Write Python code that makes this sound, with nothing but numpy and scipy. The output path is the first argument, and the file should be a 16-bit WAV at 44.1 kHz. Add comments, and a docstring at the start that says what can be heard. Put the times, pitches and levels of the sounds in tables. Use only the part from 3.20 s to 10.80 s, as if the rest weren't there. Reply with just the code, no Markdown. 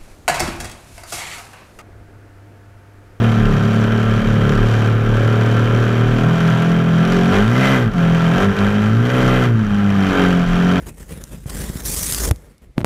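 """Motorcycle on a dirt road

A camera in a closed housing, clamped to the motorcycle, hears the engine mostly through its mount.
Clean tones at multiples of the shaft speed carry a knock each turn and a rattle of loose parts.
The housing colours the knock and rattle with resonances; the tones are sines, the rattle bursts of noise.
Stones crack against the frame, and filtered noise and a slow sway make the rumble underneath."""
import sys
import numpy as np
from scipy import signal
from scipy.fft import rfft, irfft, next_fast_len
from scipy.io import wavfile
from scipy.ndimage import uniform_filter1d, map_coordinates

SR = 44100
rng = np.random.default_rng(int(sys.argv[2]) if len(sys.argv) > 2 else 0)


def int16_out(signal):
    """Quantize to a 16-bit WAV file."""
    q = np.round(np.clip(np.atleast_2d(signal).T, -1, 1) * 32767)
    wavfile.write(sys.argv[1], SR, q.astype(np.int16))


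N = 335160

# How fast the engine shaft spins. Each row: time in seconds, speed in turns per second.
SHAFT_SPEED = [(0.0, 38.5), (0.17, 37.24), (0.32, 35.2), (0.49, 36.73), (0.78, 37.3), (1.33, 35.88),
               (1.48, 37.72), (1.61, 36.77), (2.9, 39.16), (3.17, 41.74), (3.37, 40.86), (3.49, 42.44),
               (3.79, 41.2), (3.94, 44.67), (4.06, 43.83), (4.23, 52.25), (4.34, 61.8), (4.42, 65.6),
               (4.51, 67.7), (4.59, 62.36), (4.64, 59.18), (4.76, 44.15), (4.82, 42), (5.1, 41.71),
               (5.25, 49.67), (5.35, 49.4), (5.67, 53.22), (5.92, 62.83), (6.22, 62.4), (6.48, 51.2),
               (6.69, 50.2), (6.99, 45.98), (7.28, 43.3), (7.6, 45.64)]
# How well the mount passes a low tone. Each row: frequency in Hz, gain in dB.
MOUNT_GAIN = [(74, -52), (88, -33.5), (100, -21), (114, -11.5), (127, -18.5), (141, -20), (151, -41),
              (166, -12), (183, -20), (205, -16), (225, -18.5), (248, -23.5), (273, -20.5), (305, -33.5),
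              (400, -31)]
# Strength of the low tones (orders), on top of the mount gain.
# Each row: shaft speed in turns per second, then orders 2, 3, 4, 5 and 6 in dB.
ORDER_STRENGTH = [(35.6, 14, -0.5, 7.5, -6.5, -3.5), (39.4, .2, -1.4, 2, -9, 0),
                  (42.8, -6, -4, 1.5, -7, -1.5), (46.11, 3.5, -3, 2, -4.5, -2),
                  (52.39, -0.2, -27, 2.5, -19.5, -0.5), (59.81, 1.5, -13, 0.5, -3, 6.5),
                  (63.77, -2.5, -4, -0.5, -3, 3.5)]
# Rises and falls of three orders over time, some gradual and some quick.
# Each row: time in seconds, order 3 in dB, order 5 in dB, order 6 in dB.
ORDER_CHANGES = [(0, -0.5, 4, 2.5), (1.1, -1.5, 1.5, 0.5), (1.35, -3.5, 4, -3), (1.55, .3, -2.5, -6),
                 (2.9, 1.4, .5, -2.5), (4, 1, 5, -4), (4.8, 0, -1, -4), (6.1, 1, 7, -6), (6.75, 1, -7, 3),
                 (7, -22, -10, 4.5), (7.3, -3, -4, -8), (7.6, -10, -5, 2)]
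# Lag of orders 2 to 6, each in cycles of its own tone.
ORDER_LAG = [0.042, 0.29, 0.21, 0.63, 0.35]
# Moments when the low orders fall away. Each row: time in seconds, change in dB, spread in seconds.
LULLS = [(4.722, -22, 0.017), (5.352, -13, 0.02), (5.516, -5, 0.02), (5.907, -3.5, 0.025),
         (6.484, -3, 0.045)]
# How hard the blows fall. Each row: time in seconds, growl level in dB (only its ups and downs are used).
GROWL = [(0.06, -21), (0.1, -23.5), (1.14, -22), (1.21, -21), (1.81, -22), (2.12, -21), (3.7, -24),
         (4.0, -20.5), (4.04, -24), (4.18, -19), (4.25, -23.5), (4.6, -21), (4.72, -28.5), (4.87, -23.5),
         (5.02, -24.5), (5.19, -21.5), (5.77, -26), (5.98, -20), (6.21, -20.5), (6.41, -30.5), (6.89, -24),
         (7.02, -19.5), (7.2, -25), (7.54, -23)]
# How hard loose parts clatter. Each row: time in seconds, tick level in dB before a small trim.
CLATTER = [(0.06, -40), (0.18, -42), (1.64, -41.5), (1.81, -44), (2.14, -41.5), (2.95, -41.5), (3.37, -39),
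           (3.66, -43.5), (3.87, -39.5), (4.12, -39.5), (4.14, -34.5), (4.31, -43), (4.46, -33.5),
           (4.58, -38), (4.7, -51.5), (4.81, -41), (5.25, -38), (5.27, -44.5), (5.43, -39.5), (5.79, -46),
           (5.98, -38.5), (6.25, -39.5), (6.31, -50), (6.85, -40.5), (7.0, -35), (7.27, -43.5), (7.29, -41),
           (7.54, -39)]
# Four rows, for thump, knock, rattle and rasp. Each row: mean level in dB before later trims,
# dB for each dB of clatter, dB for each dB of growl, dB for each Hz of shaft speed.
LEVEL_RULES = [(-26.5, -0.04, 1.72, 0.1438), (-31.5, 0.9, 0.23, 0.14), (-26, 0.64, 0.32, -0.0042),
               (-32, 1.02, 0.12, -0.01)]
# Colour of the deep part of each blow. Each row: frequency in Hz, relative level in dB per Hz.
THUMP_COLOUR = [(200, -16.5), (270, 5), (330, -3.5), (400, -2), (500, -2), (570, -5), (700, -41)]
# Colour of the higher part of each blow. Each row: frequency in Hz, relative level in dB per Hz.
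KNOCK_COLOUR = [(430, -45.5), (540, -12.5), (620, -10.5), (720, -4.5), (880, -7.5), (1050, -4.5),
                (1400, -52)]
# Resonances of housing and bracket. Each row: centre in Hz, width in Hz, height in dB.
HOUSING_PEAKS = [(402.3, 76, 9.5), (673, 160, 7.5), (1206, 36, 5.5), (1350, 27, 9.5), (1567, 120, 4.5),
                 (2423, 62, 4.5), (3130, 250, 8), (5650, 1100, 4.5)]
# Places in a turn where loose parts touch. Each row: place in the turn from 0 to 1, strength in dB.
CONTACTS = [(0, 3), (0.331, 1.5), (.52, 9), (0.778, -1)]
# Colour of the rattle's body. Each row: frequency in Hz, relative level in dB per Hz.
RATTLE_COLOUR = [(200, -26), (300, -13.5), (600, -12), (880, -11), (1100, -3), (1370, 0), (1700, -2),
                 (2000, -12), (2600, -40)]
# Colour of the rasp above it. Each row: frequency in Hz, relative level in dB per Hz.
RASP_COLOUR = [(1400, -35.5), (1850, -4), (2200, 3), (2800, -2), (3300, -4.5), (3900, -9.5), (5000, -72)]
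# Colour of a panel that buzzes at high revs. Each row: frequency in Hz, relative level in dB per Hz.
BUZZ_COLOUR = [(1600, -33), (2050, 15), (2350, -19), (2900, -28.5)]
# Colour of the bright ticks. Each row: frequency in Hz, relative level in dB per Hz.
TICK_COLOUR = [(2120, -18), (3600, -2), (4720, -2.5), (5040, -8), (5790, -5), (6420, -8), (7240, -7.5),
               (8570, -16.5), (12500, -17), (15200, -98)]
# Stones thrown against the frame. Each row: time in seconds, starting level in dB before the band filter.
STONES = [(1.354, -20), (1.594, -29), (3.8516, -15), (4.1411, -21), (4.2783, -14), (5.3894, -16),
          (5.8531, -21), (6.0784, -24), (7.0881, -21)]
# Bumps in the road. Each row: time in seconds, added sway in dB, change of the blows in dB,
# change of orders 2 to 4 in dB.
BUMPS = [(.3, -24, 2, -5), (1.03, -32, -1, -21), (1.4, -30, 1.5, -1), (1.8, -30, -2.5, -1),
         (3.0, -26, 1, -4), (3.93, -41, 0.5, -1), (4.15, -40, 2.5, -1), (5.21, -34, 5.5, -5.5),
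         (5.44, -43, 2.5, 1.5), (6.18, -33, 1, 0), (6.95, -34, 3, -8), (7.28, -28, -2, -3)]
# Colour of wind and tyre rumble. Each row: frequency in Hz, relative level in dB per Hz.
ROAD_COLOUR = [(15, -52), (40, 5), (70, 3.5), (150, 16.5), (300, 4.5), (500, -71)]

# the total level of the low tones is evened out towards this level, by this share
STEADY_DB, EVENED_SHARE = -14, 0.74
SWAY_S, LIFT_S, DIP_S = 0.085, 0.032, 0.02  # spread in seconds of each answer to a bump
SWAY_DB = -33  # steady sway, to which the bumps add
TOP_HZ = 15340  # nothing is kept from here up


def orders(turns, speed_hz, levels_db):
    """The mount swings at whole multiples of shaft speed; order 16 follows order 4 near a bracket resonance."""
    tones = np.zeros(N)
    for k, db in enumerate(levels_db):
        cycles = (k + 2) * turns - ORDER_LAG[k]
        tones += amp(db + 1.1 * wobble(15)) * np.cos(2 * np.pi * cycles)
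    # loudest as order 16 passes 700 Hz
    near = 1 / (1 + ((16 * speed_hz - 700) / 70) ** 2)
    whine_db = levels_db[2] - 20 + 3 * wobble(7)
    whine = near * amp(whine_db) * np.cos(2 * np.pi * 16 * turns)
    return np.sqrt(2) * (tones + whine)  # a sine of rms 1 peaks at the root of 2


def low_levels(speed_hz):
    """Levels of orders 2 to 6: the mount's response, evened out towards a steady total, with dips and lulls."""
    at_hz, *strengths_db = np.transpose(ORDER_STRENGTH)
    levels_db = np.array([gain_db((k + 2) * speed_hz, MOUNT_GAIN) + np.interp(speed_hz, at_hz, db)
                          for k, db in enumerate(strengths_db)])
    levels_db[[1, 3, 4]] += curves(ORDER_CHANGES)  # orders 3, 5 and 6
    total_db = 10 * np.log10(np.sum(amp(levels_db) ** 2, axis=0))
    levels_db -= EVENED_SHARE * (total_db - STEADY_DB)
    levels_db += sum(db * bell(s, spread) for s, db, spread in LULLS)
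    levels_db[:3] += sum(db * bell(s, DIP_S) for s, _, _, db in BUMPS)  # orders 2 to 4
    return levels_db


def knock(turns, speed_hz, thump_db, knock_db):
    """Blows each turn draw the higher orders, which swell at resonances and wander more the higher they are."""
    step = 64  # gains are worked out once every 64 samples
    sound = np.zeros(N)
    for k in range(7, 30):
        hz = k * speed_hz[::step]
        thump_gain = amp(thump_db[::step] + gain_db(hz, THUMP_COLOUR, HOUSING_PEAKS))
        knock_gain = amp(knock_db[::step] + gain_db(hz, KNOCK_COLOUR, HOUSING_PEAKS))
        gain = np.repeat(thump_gain + knock_gain, step)[:N]
        wander = amp(2.1 * wobble(5) + 0.11 * k * wobble(22))
        cycles = k * turns + 0.15 * wobble(2.5) + 0.0055 * k * wobble(25)
        sound += wander * gain * np.cos(2 * np.pi * cycles)
    # no two blows are alike: a rough share pulses once a turn
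    pulse = 1 + 0.27 * np.cos(2 * np.pi * turns)
    noise = pulse * rng.standard_normal((2, N))
    rough = amp(thump_db) * coloured(noise[0], THUMP_COLOUR, HOUSING_PEAKS)
    rough += amp(knock_db) * coloured(noise[1], KNOCK_COLOUR, HOUSING_PEAKS)
    return amp(-8.2) * sound + amp(-10) * rough


def rattle(turns, speed_hz, swing, rattle_db, rasp_db, ticks_db):
    """Loose parts strike a few times a turn and as the mount swings far; contacts are short bursts of noise."""
    hits = sum(amp(db) * blows(turns, place, jitter=0.025, scatter_db=3.2) for place, db in CONTACTS)
    body = (1.66 + 0.55 * swing + burst(hits, 0.029)) * rng.standard_normal(N)
    ticks = (1.03 + 0.27 * swing + burst(hits, 0.016)) * rng.standard_normal(N)
    surge_db = 1.1 * wobble(16)  # the ticks swell and fade at random
    sound = amp(rattle_db - 0.51) * coloured(body, RATTLE_COLOUR, HOUSING_PEAKS)
    sound += amp(rasp_db - 1.43) * coloured(body, RASP_COLOUR, HOUSING_PEAKS)
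    # the panel's buzz grows steeply with shaft speed
    sound += amp(rasp_db + 0.78 * (speed_hz - 71.5)) * coloured(body, BUZZ_COLOUR)
    return sound + amp(ticks_db - 1.25 + surge_db) * coloured(ticks, TICK_COLOUR, HOUSING_PEAKS)


def burst(hits, fall_s):
    """Each hit rises in 1.3 ms while fading at a rate of 60 dB in fall_s seconds; rms 1 overall."""
    t = np.arange(SR // 20) / SR
    shape = amp(-60 * t / fall_s) * np.minimum(t / 0.0013, 1)
    return unit(signal.fftconvolve(hits, shape)[:N])


def blows(turns, place, jitter, scatter_db):
    """One impulse each turn at a given place, with scatter in time and size."""
    whole = np.arange(1, int(turns[-1]))
    chance = rng.standard_normal((len(whole), 2))
    at = np.interp(whole + place + jitter * chance[:, 0], turns, np.arange(N))
    return np.bincount(at.astype(int), amp(scatter_db * chance[:, 1]), N)


def loads(speed_hz):
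    """Levels of thump, knock, rattle, rasp and ticks; bumps change the first three."""
    ticks_db, = curves(CLATTER)
    growl_db, = curves(GROWL)
    # only the ups and downs around each mean count
    clatter, growl, revs = [c - c.mean() for c in (ticks_db, growl_db, speed_hz)]
    thump_db, knock_db, rattle_db, rasp_db = [db + a * clatter + b * growl + c * revs
                                              for db, a, b, c in LEVEL_RULES]
    lift_db = sum(db * bell(s, LIFT_S) for s, _, db, _ in BUMPS)
    return thump_db + lift_db, knock_db + 0.68 * lift_db, rattle_db + 0.42 * lift_db, rasp_db, ticks_db


def stones():
    """Each stone is a dry crack: noise that dies away within milliseconds, kept to a middle band."""
    cracks = np.zeros(N)
    t = np.arange(SR // 25) / SR
    for s, db in STONES:
        cracks[round(s * SR):][:len(t)] += amp(db - 60 * t / 0.011) * rng.standard_normal(len(t))
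    band = signal.butter(2, [700, 4200], "band", fs=SR)
    return 1.26 * signal.lfilter(*band, cracks)


def road():
    """Wind and tyre rumble is filtered noise; bumps strengthen the mount's slowest sway."""
    t = np.arange(N) / SR
    sway = wobble(7.1) * np.sin(2 * np.pi * 31.5 * t)
    sway += wobble(10) * np.cos(2 * np.pi * 33.0 * t)
    size = amp(SWAY_DB) + sum(amp(db) * bell(s, SWAY_S) for s, db, _, _ in BUMPS)
    rumble = amp(-26) * coloured(rng.standard_normal(N), ROAD_COLOUR)
    return size * sway + rumble


def coloured(x, points, modes=()):
    """Filter x to a given colour without any sound ahead of its cause; rms 1."""
    m = 2 * next_fast_len(N // 2 + 4096)
    db = gain_db(np.fft.rfftfreq(m, 1 / SR), points, modes)
    # folding the cepstrum (the spectrum of the log gain) makes the filter act only forward in time
    cep = irfft(np.maximum(db, -90) * np.log(10) / 20, m)
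    cep[1:m // 2] *= 2
    cep[m // 2 + 1:] = 0
    return unit(irfft(rfft(x, m) * np.exp(rfft(cep)), m)[:N])


def gain_db(hz, points, modes=()):
    """Gain in dB drawn through points on a log frequency axis, plus resonance peaks."""
    f, v = np.transpose(points)
    base = np.interp(np.log(hz + 1), np.log(f + 1), v)
    return base + sum(g / (1 + (2 * (hz - c) / w) ** 2) for c, w, g in modes)


def curves(rows):
    """One value per sample for each column after the time."""
    s, *cols = np.transpose(rows)
    return [np.interp(np.arange(N) / SR, s, c) for c in cols]


def wobble(rate):
    """A smooth random curve through rate random points a second."""
    points = rng.standard_normal(int(N * rate / SR) + 4)
    return map_coordinates(points, [np.arange(N) * rate / SR])


def bell(s, spread_s):
    """A smooth hump of height 1 around a moment."""
    return np.exp(-0.5 * ((np.arange(N) / SR - s) / spread_s) ** 2)


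def amp(db):
    """Decibels to gain."""
    return 10 ** (np.asarray(db) / 20)


def unit(x):
    """Scale to rms 1."""
    return x / np.sqrt(np.mean(x ** 2) + 1e-20)


def scene():
    """Engine through the mount, with stones, over the road."""
    speed_hz, = curves(SHAFT_SPEED)
    turns = np.cumsum(speed_hz) / SR
    thump_db, knock_db, *rattle_db = loads(speed_hz)  # rattle_db also holds rasp and ticks
    shake = orders(turns, speed_hz, low_levels(speed_hz))
    size = np.sqrt(np.abs(uniform_filter1d(shake ** 2, size=2600)) + 1e-9)  # running rms
    swing = unit(np.maximum(shake / size - 0.7, 0))  # the far part of each swing to one side
    engine = shake + knock(turns, speed_hz, thump_db, knock_db)
    engine += rattle(turns, speed_hz, swing, *rattle_db)
    return (engine + stones() + road())[None]


def record(dry):
    """Peaks are rounded off; nothing is kept above the band limit."""
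    soft = dry / (1 + np.abs(dry / 0.95) ** 4) ** (1 / 4)
    return irfft(rfft(soft) * (np.fft.rfftfreq(N, 1 / SR) < TOP_HZ), N)


dry = scene()
out = record(dry)
int16_out(out)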